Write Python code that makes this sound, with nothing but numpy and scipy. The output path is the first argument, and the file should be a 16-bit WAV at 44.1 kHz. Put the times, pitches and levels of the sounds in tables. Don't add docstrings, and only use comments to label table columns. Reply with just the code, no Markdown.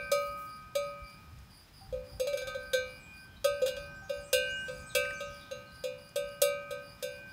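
import sys
import numpy as np
from scipy import signal
from scipy.fft import rfft, irfft, next_fast_len
from scipy.io import wavfile
from scipy.ndimage import uniform_filter1d

SR = 44100
rng = np.random.default_rng(int(sys.argv[2]) if len(sys.argv) > 2 else 0)


def output_pcm(signal):
    pcm = np.clip(np.atleast_2d(signal).T, -1, 1) * 32767
    wavfile.write(sys.argv[1], SR, np.round(pcm).astype(np.int16))


N = 322812
TIME = np.arange(N) / SR
TOP_HZ = 15650

# t/s, relative level/dB
VALLEY_LEVEL = [(0, -60), (1, -60), (1.5, -62), (2.1, -60.5), (3.2, -60), (3.8, -57), (4.8, -57.5),
                (5.4, -60.5), (6.2, -61), (7.32, -59)]
# f/Hz, relative density/dB
VALLEY_SPECTRUM = [(20, -34), (50, -12), (130, 2.5), (180, 0), (300, -9), (450, -17.5), (800, -14),
                   (1500, -16.5), (3000, -38), (8000, -49.5), (16000, -57)]
# f/Hz, relative density/dB
LEAF_SPECTRUM = [(300, -3.5), (1000, 1), (2000, 1), (3500, 0), (4400, -2.5), (5100, 3), (5600, -6),
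                 (8000, -9.5), (12000, -9), (16000, -9)]
# t/s, level/dB
BREEZE_LEVEL = [(0, -62.5), (2, -61), (4.5, -58.5), (6, -62), (7.32, -66)]
# middle t/s, length/s, level/dB
MIC_GUSTS = [(1.034, 0.071, -50), (1.914, 0.42, -51.5), (2.145, 0.082, -46), (2.753, 0.84, -62.5)]
# t/s, level/dB
FAR_BELL_BLOWS = [(1.81, -51.5), (2.13, -59), (2.44, -56), (3.83, -64), (4.02, -52.5), (4.19, -58)]
# t/s, length/s, first f/Hz, last f/Hz, relative level/dB
BIRD_NOTES = [(2.978, 0.09, 8200, 7500, -66), (3.04, 0.05, 3300, 3070, -68), (3.201, 0.21, 3290, 3040, -70),
              (3.36, 0.014, 3500, 4350, -57), (4.22, .08, 7800, 8960, -62), (4.48, 0.064, 6150, 7400, -57),
              (4.549, 0.087, 8400, 7970, -61), (4.857, 0.042, 8030, 8250, -53),
              (4.887, 0.037, 4400, 3240, -53), (5.128, 0.033, 6270, 6120, -51),
              (5.39, 0.062, 4160, 3140, -57.5), (5.649, .066, 4400, 3900, -61)]
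# t/s, relative level/dB, centre f/Hz
TWITTER_COURSE = [(3.799, -68.5, 5670), (4.2, -61, 7670), (4.55, -61, 6930), (5.1, -60.5, 7070),
                  (5.3, -60.5, 4830), (5.55, -71, 3790)]
# first chirp t/s, last chirp t/s
CRICKET_BOUTS = [(-.04, .45), (.78, 1.02), (1.49, 1.72), (2.04, 3.12), (3.49, 3.74), (4.09, 5.29),
                 (5.7, 6.23), (6.81, 7.27)]
# t/s, peak level/dB, centre f/Hz
STALK_TICKS = [(.375, -52, 9000), (1.097, -57, 7000), (1.387, -54, 6970), (5.022, -68, 1700),
               (5.052, -34.5, 1980), (5.107, -34.5, 1730), (6.091, -53, 7000), (6.29, -55, 7000)]
# t/s, level/dB
TEAR_LEVEL = [(.1, -85), (.16, -56), (.28, -53), (.34, -63), (.42, -53.5), (.5, -66), (.55, -100)]

# f/Hz, level within the family/dB, t60/s
BELL_MODES = [(510.2, 0, 0.38), (538, 0, 0.097), (573.3, 0, 0.54), (1252.8, 0, 1.92), (1551, 0, 2.39),
              (2257, -8, 0.64), (2330, 2.5, 1.15), (2442, 0, 2), (2603, 8, 0.48), (2773, 9.5, 0.53),
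              (2868, 3, 1.21), (3307, 7.5, 0.093), (3570, 1, 0.34), (3625, 4, 0.31), (3770, 4, 0.1),
              (3863, -4, 0.36), (3980, 2.5, 0.32), (4160, -5.5, 0.43), (4633, -2.5, 0.38),
              (4660, -2.5, 0.091), (4880, -0.5, 0.18), (5080, -1, 0.26), (5800, -13, 0.12),
              (6020, -14.5, 0.41), (6120, -12, 0.25), (6440, 1.5, 0.27), (6540, -5, 0.14), (6640, -21, 0.6),
              (7040, -3, 0.16), (6850, -11, 0.097), (8340, 3, 0.27)]
FAMILY_EDGES = [522, 555, 900, 1400, 2000, 2400, 2500, 3050, 7400]
# mouth air/dB, hum/dB, singing/dB, hardness of contact/dB
CLAPPER_BLOWS = [(-.15, -21.5, 42, -12, -19, -13, -2), (.1157, -21.5, 73, -3, -10.5, -21.5, -8),
                 (.752, -25, 84, 0.5, -14, -34, -8), (1.925, -28.5, 19.5, -2.5, -37, -35, -20.5),
                 (2.197, -24.5, 13, 0, -34.5, -51, -10.5), (2.27, -28, 85, -12, -23, -27, -9),
                 (2.33, -28.5, 59, 5, -33, -24, -12.5), (2.372, -33, 34, -11, -27, -14.5, -4),
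                 (2.417, -39.5, 17, 7.5, -19, -3.5, -4), (2.471, -40, 31, 8.5, -5.5, -2, 1.5),
                 (2.546, -34.5, 33, 6.5, -17.5, -11, -10), (2.732, -22.5, 10, 1, -33, -9.5, -8),
                 (3.443, -21.5, 66.5, 3, -13.5, -18.5, -8), (3.618, -20.5, 13, -1.5, -38, -30, -19),
                 (3.66, -31.5, 35, 8.5, -34, -10, -2), (3.679, -32, 29, 3, -34, -10.5, -3.5),
                 (3.765, -37.5, 75, 2, -14.5, -9, -5.5), (4.094, -29.5, 58, 3, -24.5, -20.5, -11.5),
                 (4.329, -20.5, 27, -4.5, -39, -12, -4.5), (4.681, -34, 24, -1, -16.5, -10.5, -11),
                 (4.95, -23, 39.4, -4.5, -20, -14, -3), (5.204, -34.5, 69, -3, -9, -11.5, -7),
                 (5.511, -37, 40, 6.5, -13.5, -14, -6), (5.838, -28, 27.4, -4.5, -31, -31, -9.5),
                 (6.158, -25.5, 59, -5, -23, -23.5, -7), (6.417, -19.5, 60, -14, -20, -25, -5),
                 (6.707, -32, 48, -4.5, -18, -12.5, -7.5), (7.025, -30, 37, -3.5, -40, -19, -4.5)]
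# level at medium impact/dB, slope/(dB/dB)
OVERTONE_GROWTH = [(-49.5, 0.81), (-54.5, .7), (-47, 1.1037), (-37.5, 1.0232), (-45, 1.6)]
# t/s, pair gain/dB, trio gain/dB, shift from clang to tinkle/dB
STRAP_BALANCE = [(.1, 5, -7.5, 1), (.75, 4.5, -7, 0.5), (2.2, -8, -3.5, 2.5), (2.28, 6, -0.5, 1),
                 (2.73, 3, -11.5, -2), (3.44, -5.5, -1, -.5), (4.33, -4.5, 4, 0.5), (4.95, 8, 6, -0.5),
                 (5.3, -0.5, 8, -1), (5.85, -6.5, -0.5, 0.5), (6.42, -1.5, -3.5, 2.8), (7.03, -4, -2, 2.5)]
# t/s, f/Hz, loss/dB
OVERTONE_DIPS = [(.19, 1551, 6), (1.04, 1253, 7.5), (2.79, 1551, 19), (3.5, 1253, 20), (4.21, 1551, 16),
                 (6.81, 1551, 12)]
# middle t/s, f/Hz, gain/dB
LOBE_BLOOMS = [(1.15, 2442, 5), (3.17, 2442, 11.5), (3.251, 1551, 11), (3.88, 2442, 12.5), (4.4, 2442, 8),
               (4.6, 2868, 9), (4.85, 2442, 12), (5.87, 2442, 5), (6.82, 2442, 3.5), (7.2, 2442, 5.5),
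               (7.28, 1551, 8.5)]


def undb(db):
    return 10 ** (np.asarray(db) / 20)


def unit(x):
    return x / np.sqrt(np.mean(x ** 2))


def curve(rows):
    return np.interp(TIME, *np.transpose(rows))


def fade(t, t60):
    return np.exp(-np.log(1000) * t / t60)


def swell(middle, length):
    return np.cos(np.pi * np.clip((TIME - middle) / length, -.5, .5)) ** 2


def add(out, s, x):
    i = int(s * SR)
    x = x[max(-i, 0):max(N - i, 0)]
    out[max(i, 0):max(i, 0) + len(x)] += x


def walk(rate):
    hold = int(SR / rate)
    steps = np.repeat(rng.standard_normal(N // hold + 2), hold)
    return unit(uniform_filter1d(steps, hold)[rng.integers(hold):][:N])


def noise(spectrum):
    hz, db = np.transpose(spectrum)
    n = next_fast_len(N, True)
    gain = undb(np.interp(np.log(np.fft.rfftfreq(n, 1 / SR) + 1), np.log(hz), db))
    return unit(irfft(rfft(rng.standard_normal(n)) * gain, n)[:N])


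def scatter(x, t60):
    t = np.arange(int(t60 * SR)) / SR
    echoes = rng.standard_normal(len(t)) * fade(t, t60)
    return signal.oaconvolve(x, echoes / np.linalg.norm(echoes))[:N]


def wind_on_microphone(flutter_db=3.5, flutter_rate=14):
    breeze = undb(curve(BREEZE_LEVEL) + flutter_db * walk(flutter_rate))
    gusts = sum(undb(db) * swell(s, length) for s, length, db in MIC_GUSTS)
    rumble = noise([(12, -40), (28, -20), (48, -1.5), (80, -5), (130, -12.5), (300, -37.5), (1000, -78)])
    return (breeze + gusts) * rumble


def valley(lift_db=2):
    return undb(curve(VALLEY_LEVEL) + lift_db + walk(9)) * noise(VALLEY_SPECTRUM)


def leaves(level_db=-64, drift_db=0.47, flicker_db=0.9):
    return undb(level_db + drift_db * walk(1.66) + flicker_db * walk(35)) * noise(LEAF_SPECTRUM)


def far_bell(hz=778, t60=0.41, rise_s=0.0019):
    out, t = np.zeros(N), TIME[:SR // 2]
    note = (1 - np.exp(-t / rise_s)) * fade(t, t60) * np.sin(2 * np.pi * hz * t)
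    for s, db in FAR_BELL_BLOWS:
        add(out, s, undb(db) * note)
    return out


def twitters(count=70, length_s=0.0239, spread_octaves=0.36, glide_octaves=0.206):
    at, db, centre_hz = np.transpose(TWITTER_COURSE)
    times = np.linspace(at[0], at[-1], count) + 0.0069 * rng.standard_normal(count)
    first_hz = np.interp(times, at, centre_hz) * 2 ** (spread_octaves * rng.uniform(-1.5, 1, count))
    last_hz = first_hz * 2 ** (glide_octaves * rng.uniform(-0.91, 1, count))
    return list(zip(times, np.full(count, length_s), first_hz, last_hz, np.interp(times, at, db)))


def bird(trill_hz=130, trill_depth=0.033, direct_db=-9, wood_db=-2, wood_t60=0.64):
    out = np.zeros(N)
    for s, length, first_hz, last_hz, db in list(BIRD_NOTES) + twitters():
        t = TIME[:int(length * SR)]
        trill = 1 + trill_depth * np.sin(2 * np.pi * (trill_hz * t + rng.random()))
        hz = np.linspace(first_hz, last_hz, len(t)) * trill
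        note = np.sin(2 * np.pi * np.cumsum(hz) / SR) * np.sin(np.pi * t / length)
        add(out, s, undb(db) * unit(note))
    return undb(direct_db) * out + undb(wood_db) * scatter(out, wood_t60)


def cricket(hz=4850, level_db=-59.3, period_s=0.275, length_s=0.15, stroke_rate=30, sag=0.072, rasp=0.017):
    out, t = np.zeros(N), TIME[:int(length_s * SR)]
    envelope = np.sqrt(np.sin(np.pi * t / length_s))
    for first, last in CRICKET_BOUTS:
        for s in np.linspace(first, last, round((last - first) / period_s) + 1):
            stroke = (t * stroke_rate * (1 + 0.036 * rng.standard_normal())) % 1
            pulses = np.sin(np.pi * stroke) ** 0.49
            teeth = unit(uniform_filter1d(rng.standard_normal(len(t)), size=90))
            phase = 2 * np.pi * np.cumsum(hz * (1 + rasp * teeth + sag * (.5 - stroke))) / SR
            wing = np.sin(phase) + undb(-11) * np.sin(2 * phase) + undb(-15) * np.sin(3 * phase)
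            add(out, s, undb(level_db) * unit(wing * pulses * envelope))
    return scatter(out, t60=0.16)


def grass(tick_t60=0.025, tick_q=4, flicker_db=2):
    ticks, t = np.zeros(N), TIME[:SR // 20]
    for s, db, hz in STALK_TICKS:
        snap = rng.standard_normal(len(t)) * fade(t, tick_t60)
        tick = signal.lfilter(*signal.iirpeak(hz, tick_q, SR), snap)
        add(ticks, s, undb(db) * tick / np.abs(tick).max())
    tearing = undb(curve(TEAR_LEVEL) + flicker_db * walk(84))
    return ticks + tearing * noise([(2000, -34), (6000, -6), (12000, 0), (16000, 5.5)])


def blow_levels(medium_impact_db=-37):
    times, strength, spot, mouth, hum, singing, hardness = np.transpose(CLAPPER_BLOWS)
    angle = np.radians(np.clip(spot, 1, 89))
    low_wall, high_wall = 20 * np.log10([np.cos(angle), np.sin(angle)])
    lower = strength + np.array([low_wall, mouth, high_wall, hum, singing])
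    impact = strength + hardness - medium_impact_db
    pair, long_ring, trio, clang, tinkle = (db + slope * impact for db, slope in OVERTONE_GROWTH)
    at, *balance = np.transpose(STRAP_BALANCE)
    pair_db, trio_db, shift_db = (np.interp(times, at, column) for column in balance)
    upper = [pair + pair_db, long_ring, trio + trio_db, clang - shift_db, tinkle + shift_db]
    return np.vstack([lower, *upper]).T


def clapper(crack_db=-2, crack_t60=0.055, crack_slope=0.092, knock_db=-9, knock_t60=0.085):
    crack, knock, t = np.zeros(N), np.zeros(N), TIME[:SR // 4]
    attack = 1 - np.exp(-t / 0.00052)
    levels = blow_levels()
    hardest_db = levels[:, -1].max()
    for (s, *_), (*_, clang_db, tinkle_db) in zip(CLAPPER_BLOWS, levels):
        force_db = tinkle_db + crack_slope * (tinkle_db - hardest_db)
        add(crack, s, undb(force_db + crack_db) * attack * fade(t, crack_t60))
        add(knock, s, undb(clang_db + knock_db) * attack * fade(t, knock_t60))
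    crack *= noise([(1500, -50), (3500, 10), (6000, 11.5), (11000, 0.5), (13000, 3), (16000, -36)])
    knock *= noise([(150, -57), (450, -0.5), (1000, -4.5), (1600, 3.5), (2100, -9), (3400, 0),
                    (7000, -6), (16000, -30)])
    return crack + knock


def bell_modes(count=64, spread_db=3, tilt_db_per_octave=-2):
    treble_hz = np.linspace(FAMILY_EDGES[-1] + 100, TOP_HZ, count) + rng.uniform(-55, 55, count)
    tilt_db = tilt_db_per_octave * np.log2(treble_hz / treble_hz[0])
    treble_db = spread_db * rng.standard_normal(count) + tilt_db
    treble_t60 = 0.15 * np.sqrt(10000 / treble_hz)
    hz, db, t60 = np.vstack([BELL_MODES, np.column_stack([treble_hz, treble_db, treble_t60])]).T
    family = np.searchsorted(FAMILY_EDGES, hz)
    family_power = np.bincount(family, undb(db) ** 2)
    return hz, undb(db) / np.sqrt(family_power[family]), t60, family


def low_phases(low_wall, mouth, high_wall):
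    cosine = (mouth ** 2 - low_wall ** 2 - high_wall ** 2) / (2 * low_wall * high_wall)
    turn = -np.arccos(np.clip(cosine, -1, 1))
    return 0, np.angle(-low_wall - high_wall * np.exp(1j * turn)), turn


def overtone_dip(s, gap, t, hz, dip_s=0.09):
    loss_db = sum(db * np.clip((s + t - at) / dip_s, 0, 1) for at, overtone_hz, db in OVERTONE_DIPS
                  if s < at < s + gap and abs(overtone_hz - hz) < hz / 10)
    return undb(-loss_db)


def bloom(k, hz, length_s=0.36):
    return sum(db * swell(s, length_s) for s, overtone_hz, db in LOBE_BLOOMS
               if np.argmin(abs(hz - overtone_hz)) == k)


def cowbell(vary_db=3.6, swing_db=2, swing_rate=9, long_t60=0.8, contact_s=0.012, spread_cycles=4):
    hz, share, t60, family = bell_modes()
    times = np.array(CLAPPER_BLOWS)[:, 0]
    gaps = np.diff(times, append=N / SR)
    shares = share * undb(vary_db * rng.standard_normal((len(times), len(hz))))
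    shares /= np.sqrt(shares ** 2 @ (family[:, None] == family))
    sizes = undb(blow_levels()[:, family]) * shares
    phases = rng.uniform(0, 2 * np.pi, sizes.shape)
    phases[:, :3] = [low_phases(*row[:3]) for row in sizes]
    rise_s = 0.00062 + (family > 2) * spread_cycles / hz
    out = np.zeros(N)
    for k in range(len(hz)):
        mode = np.zeros(N)
        for s, gap, size, phase in zip(times, gaps, sizes[:, k], phases[:, k]):
            t = TIME[:int(min(gap + 10 * contact_s, t60[k]) * SR)]
            envelope = size * (1 - np.exp(-t / rise_s[k])) * fade(t, t60[k])
            next_blow_damping = np.exp(-np.maximum(t - gap, 0) / contact_s)
            envelope *= next_blow_damping * overtone_dip(s, gap, t, hz[k])
            add(mode, s, envelope * np.sin(2 * np.pi * hz[k] * t + phase))
        if t60[k] > long_t60:
            mode *= undb(bloom(k, hz) + swing_db * walk(swing_rate))
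        out += mode
    return out


def scene(orchard_db=-25, orchard_t60=0.35):
    bell = cowbell() + clapper()
    tree_echoes = undb(orchard_db) * scatter(bell, orchard_t60)
    meadow = cricket() + bird() + far_bell() + grass() + wind_on_microphone() + valley() + leaves()
    return (bell + tree_echoes + meadow)[None]


def record(dry):
    return signal.sosfilt(signal.ellip(10, .2, 80, TOP_HZ, fs=SR, output="sos"), dry)


dry = scene()
out = record(dry)
output_pcm(out)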